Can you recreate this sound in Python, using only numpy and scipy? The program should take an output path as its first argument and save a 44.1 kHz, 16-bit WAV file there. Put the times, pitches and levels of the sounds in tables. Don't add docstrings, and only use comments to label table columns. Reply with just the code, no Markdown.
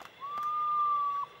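import sys
import numpy as np
from scipy import signal
from scipy.fft import rfft, irfft
from scipy.io import wavfile
from scipy.ndimage import uniform_filter1d

SR = 44100
rng = np.random.default_rng(int(sys.argv[2]) if len(sys.argv) > 2 else 0)


def store_pcm(level_fs):
    pcm = np.round(np.clip(level_fs, -1, 1) * 32767).astype(np.int16)
    wavfile.write(sys.argv[1], SR, np.atleast_2d(pcm).T)


N = 61739
T = np.arange(N) / SR

# f/Hz, width/Hz, level/dB, middle of a chirp t/s, period/s, chirp length/s
NIGHT_CALLERS = [(3458, 30, -61, .008, .158, .04), (3445, 30, -62, .052, .158, .04),
                 (2122, 12, -63.5, .185, .193, .125), (2720, 110, -66, .03, .036, .03),
                 (5700, 100, -78, .1, .172, .07), (10900, 200, -86, .17, .14, .08)]
# f/Hz, width/Hz, level/dB
CHORUS_BANDS = [(485, 27, -69), (2038, 270, -67), (2720, 190, -68.5), (3386, 120, -70), (3594, 180, -75),
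                (4034, 100, -77), (7510, 170, -91)]
CHIRP_FLUTTER_DB, CHORUS_FLUTTER_DB = 1.2, 2.5

# f/Hz, relative level/dB
AIR_SPECTRUM = [(20, -23.5), (45, -13), (80, -4), (135, 1.5), (200, -3), (300, -4.5), (520, 2), (800, -1.5),
                (1400, -4.5), (1900, -5.5), (2450, -11), (3100, -6.5), (3800, -10.5), (4400, -21.5),
                (5500, -21), (7500, -30.5), (10000, -32.5), (14500, -35.5), (16000, -37)]
AIR_DB, AIR_PATCH_DB = -57.5, .8
# f/Hz, width/Hz, level/dB
DRONE_BANDS = [(128, 26, -76), (154, 11, -73)]

# t/s, body level/dB, snap level/dB, thud level/dB
CLICK_LEVELS = [(.0028, -42, -60, -53), (0.0154, -45.5, -50, -41), (0.0275, -54, -53.5, -57),
                (.0529, -38, -48.5, -54), (0.371, -66, -60.5, -69), (0.3777, -39, -50.5, -39.5),
                (0.4297, -40, -47, -65), (0.439, -60.5, -56.5, -71.5), (0.8072, -69.5, -62.5, -76.5)]
# f/Hz, relative level/dB
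BODY_SPECTRUM = [(200, -30), (700, -12), (1300, 7.5), (1900, -3.5), (2400, -10.5), (3200, -5.5),
                 (5000, -38), (9000, -44.5)]
# f/Hz, relative level/dB
SNAP_SPECTRUM = [(800, -18), (3000, -2), (5000, 3), (7400, -1.5), (9500, -10), (11000, -7.5), (12900, -1),
                 (14000, -9), (14800, -10.5), (16000, -20)]
# f/Hz, relative level/dB
THUD_SPECTRUM = [(30, -48), (90, -25), (200, 0.5), (450, -7.5), (750, 6), (1100, -3), (2000, -26),
                 (6000, -63)]
BODY_DECAY_S, SNAP_DECAY_S, THUD_DECAY_S = 0.0044, 0.0025, 0.0046
CLICK_RISE_S, CLICK_TAIL_DB, CLICK_TAIL_S = 0.00049, -17.5, 0.03

# t/s, f/Hz
WHISTLE_PITCH = [(.18, 985), (.203, 990), (.216, 1052), (.235, 1102), (.29, 1153), (.385, 1190),
                 (.44, 1196), (.52, 1211), (.64, 1205), (.74, 1201), (.9, 1179), (1.06, 1149), (1.13, 1140),
                 (1.23, 1141)]
# t/s, level/dB
WHISTLE_LEVEL = [(.18, -61), (.203, -57.5), (.225, -43), (.247, -36), (.292, -40.5), (.345, -36.5),
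                 (.37, -35.5), (.435, -35.5), (.465, -32), (.508, -34), (.58, -32), (.655, -32),
                 (.695, -30.5), (.765, -30.5), (.805, -28), (.862, -29), (.882, -29), (.93, -27.6),
                 (.985, -29.5), (1.017, -29.5), (1.052, -31), (1.074, -29.5), (1.132, -34), (1.15, -32.6),
                 (1.229, -33.5)]
# multiple of the note, then early, middle and late level/dB relative to the note
WHISTLE_OVERTONES = [(2, -34.5, -47, -43), (4, -43, -57.5, -46), (5, -50, -68.5, -41.5)]
OVERTONE_MOMENTS = [.33, .8, 1.19]
WHISTLE_RISE_S, WHISTLE_END_S, OVERTONE_FADE_S = 0.0033, 1.229, .002
DROP_HZ_PER_S, FLICK_S, FLICK_DB, RELEASE_DB_PER_S = 15000, .0075, 3.2, 3000
JITTER, SHIMMER_DB = .0012, -0.02

# delay t/s, level/dB
REFLECTIONS = [(.0075, -22), (.0175, -25), (.21, -24.5)]
FOREST_DB, FOREST_T60_S, FOREST_BUILD_S = -29, 2.2, .04
SCATTER_PER_S = 2000

# middle t/s, length/s, f/Hz, width/Hz, level/dB
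SOFT_RUSTLES = [(.228, 0.033, 1960, 400, -60.5), (.96, 0.16, 555, 160, -62), (1.165, 0.042, 1540, 200, -58),
                (1.29, 0.099, 7470, 6000, -80), (1.335, 0.03, 382, 70, -58)]

# t/s, f/Hz, level/dB
SQUEAK_GLIDE = [(.403, 6250, -85), (.411, 6150, -71), (.422, 5650, -71), (.433, 5350, -68),
                (.452, 5950, -70), (.472, 6120, -70), (.498, 6130, -71), (.51, 6000, -85)]
SQUEAK_OCTAVE_DB, SQUEAK_FLUTTER_DB = -5.5, 3.5
SQUEAK_JITTER = .011
SHELL_HZ, SHELL_WIDTH_HZ = 12300, 990

WHINE_HZ, WHINE_DB, EDGE_HZ = 15686, -79.5, 16100


def amp(db):
    return 10 ** (np.asarray(db) / 20)


def unit(x):
    return x / np.sqrt(np.mean(abs(x) ** 2) + 1e-20)


def curve(rows, axis=1):
    rows = np.array(rows)
    return np.interp(T, rows[:, 0], rows[:, axis])


def noise(points):
    f, db = np.transpose(points)
    hz = np.fft.rfftfreq(N, 1 / SR)
    gain = amp(np.interp(np.log(hz + 1), np.log(f), db))
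    return unit(irfft(rfft(rng.standard_normal(N)) * gain, N))


def band(hz, width):
    f = np.fft.rfftfreq(N, 1 / SR)
    spectrum = rfft(rng.standard_normal(N))
    return unit(irfft(spectrum / (1 + (2 * (f - hz) / width) ** 4), N))


def wander(rate):
    return band(0, 2 * rate)


def night_callers():
    out = np.zeros(N)
    for hz, width, db, middle, period, length in NIGHT_CALLERS:
        from_middle = (T - middle + period / 2) % period - period / 2
        chirp = np.cos(np.pi * np.clip(from_middle / length, -.5, .5))
        level = np.sqrt(2) * amp(db + CHIRP_FLUTTER_DB * wander(40))
        pitch = hz + width / 2 * wander(width)
        tone = np.sin(2 * np.pi * np.cumsum(pitch) / SR)
        out += level * chirp * tone
    for hz, width, db in CHORUS_BANDS:
        out += amp(db + CHORUS_FLUTTER_DB * wander(27)) * band(hz, width)
    return out


def night_air():
    spectrum = signal.stft(noise(AIR_SPECTRUM), nperseg=512)[2]
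    grain = rng.standard_normal(spectrum.shape)
    smooth_in_pitch = uniform_filter1d(grain, size=6, axis=0)
    patches = unit(uniform_filter1d(smooth_in_pitch, size=10, axis=1))
    air = signal.istft(spectrum * amp(AIR_PATCH_DB * patches))[1][:N]
    return amp(AIR_DB) * unit(air)


def drone():
    return sum(amp(db) * band(hz, width) for hz, width, db in DRONE_BANDS)


def clicks():
    out = np.zeros(N)
    colours = (BODY_SPECTRUM, SNAP_SPECTRUM, THUD_SPECTRUM)
    decays = (BODY_DECAY_S, SNAP_DECAY_S, THUD_DECAY_S)
    for start, *levels in CLICK_LEVELS:
        age = np.maximum(T - start, 0)
        for db, colour, decay_s in zip(levels, colours, decays):
            fade = np.exp(-age / decay_s) + amp(CLICK_TAIL_DB) * np.exp(-age / CLICK_TAIL_S)
            envelope = np.minimum(age / CLICK_RISE_S, 1) * fade
            burst = envelope * noise(colour)
            out += amp(db) * burst * np.linalg.norm(envelope) / np.linalg.norm(burst)
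    return out


def potoo():
    closing = np.clip(T - WHISTLE_END_S, 0, .04)
    hz = (curve(WHISTLE_PITCH) - DROP_HZ_PER_S * closing) * (1 + JITTER * wander(70))
    phase = 2 * np.pi * np.cumsum(hz) / SR

    swell_db = FLICK_DB * np.sin(np.pi / 2 * np.minimum(closing / FLICK_S, 1)) ** 2
    flick_db = swell_db - RELEASE_DB_PER_S * np.maximum(closing - FLICK_S, 0)
    opening = np.clip((T - WHISTLE_PITCH[0][0]) / WHISTLE_RISE_S, 0, 1)
    level = opening * amp(curve(WHISTLE_LEVEL) + flick_db + SHIMMER_DB * wander(42))

    overtones = np.zeros(N)
    for multiple, *levels in WHISTLE_OVERTONES:
        gain = amp(np.interp(T, OVERTONE_MOMENTS, levels))
        overtones += gain * np.sin(round(multiple) * phase)
    overtones *= np.exp(-closing / OVERTONE_FADE_S)
    return np.sqrt(2) * level * (np.sin(phase) + overtones)


def forest(x):
    near = sum(amp(db) * np.interp(T - delay, T, x, left=0) for delay, db in REFLECTIONS)
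    scatter = rng.standard_normal(N) * (rng.random(N) < SCATTER_PER_S / SR)
    scatter *= (1 - np.exp(-T / FOREST_BUILD_S)) * amp(-60 * T / FOREST_T60_S)
    scatter /= np.linalg.norm(scatter)
    return near + amp(FOREST_DB) * signal.fftconvolve(x, scatter)[:N]


def rustles():
    out = np.zeros(N)
    for middle, length, hz, width, db in SOFT_RUSTLES:
        swell = np.exp(-(2 * (T - middle) / length) ** 2)
        out += amp(db) * swell * band(hz, width)
    return out


def squeak():
    hz = curve(SQUEAK_GLIDE)
    phase = 2 * np.pi * np.cumsum(hz * (1 + SQUEAK_JITTER * wander(900))) / SR
    sounding = (T > SQUEAK_GLIDE[0][0]) & (T < SQUEAK_GLIDE[-1][0])
    shell = 1 / np.hypot(1, 2 * (2 * hz - SHELL_HZ) / SHELL_WIDTH_HZ)
    octave = amp(SQUEAK_OCTAVE_DB) * shell
    level = sounding * amp(curve(SQUEAK_GLIDE, axis=2) + SQUEAK_FLUTTER_DB * wander(200))
    return level * (np.sin(phase) + octave * np.sin(2 * phase))


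def scene():
    bird = potoo()
    clearing = bird + forest(bird)
    night = night_callers() + night_air() + drone() + rustles()
    close_sounds = clicks() + squeak()
    return (clearing + night + close_sounds)[None]


def record(dry):
    whine = np.sqrt(2) * amp(WHINE_DB) * np.sin(2 * np.pi * WHINE_HZ * T)
    lowpass = signal.firwin(511, EDGE_HZ, window=("kaiser", 9), fs=SR)
    return signal.oaconvolve(dry + whine, lowpass[None], "same")


dry = scene()
out = record(dry)
store_pcm(out)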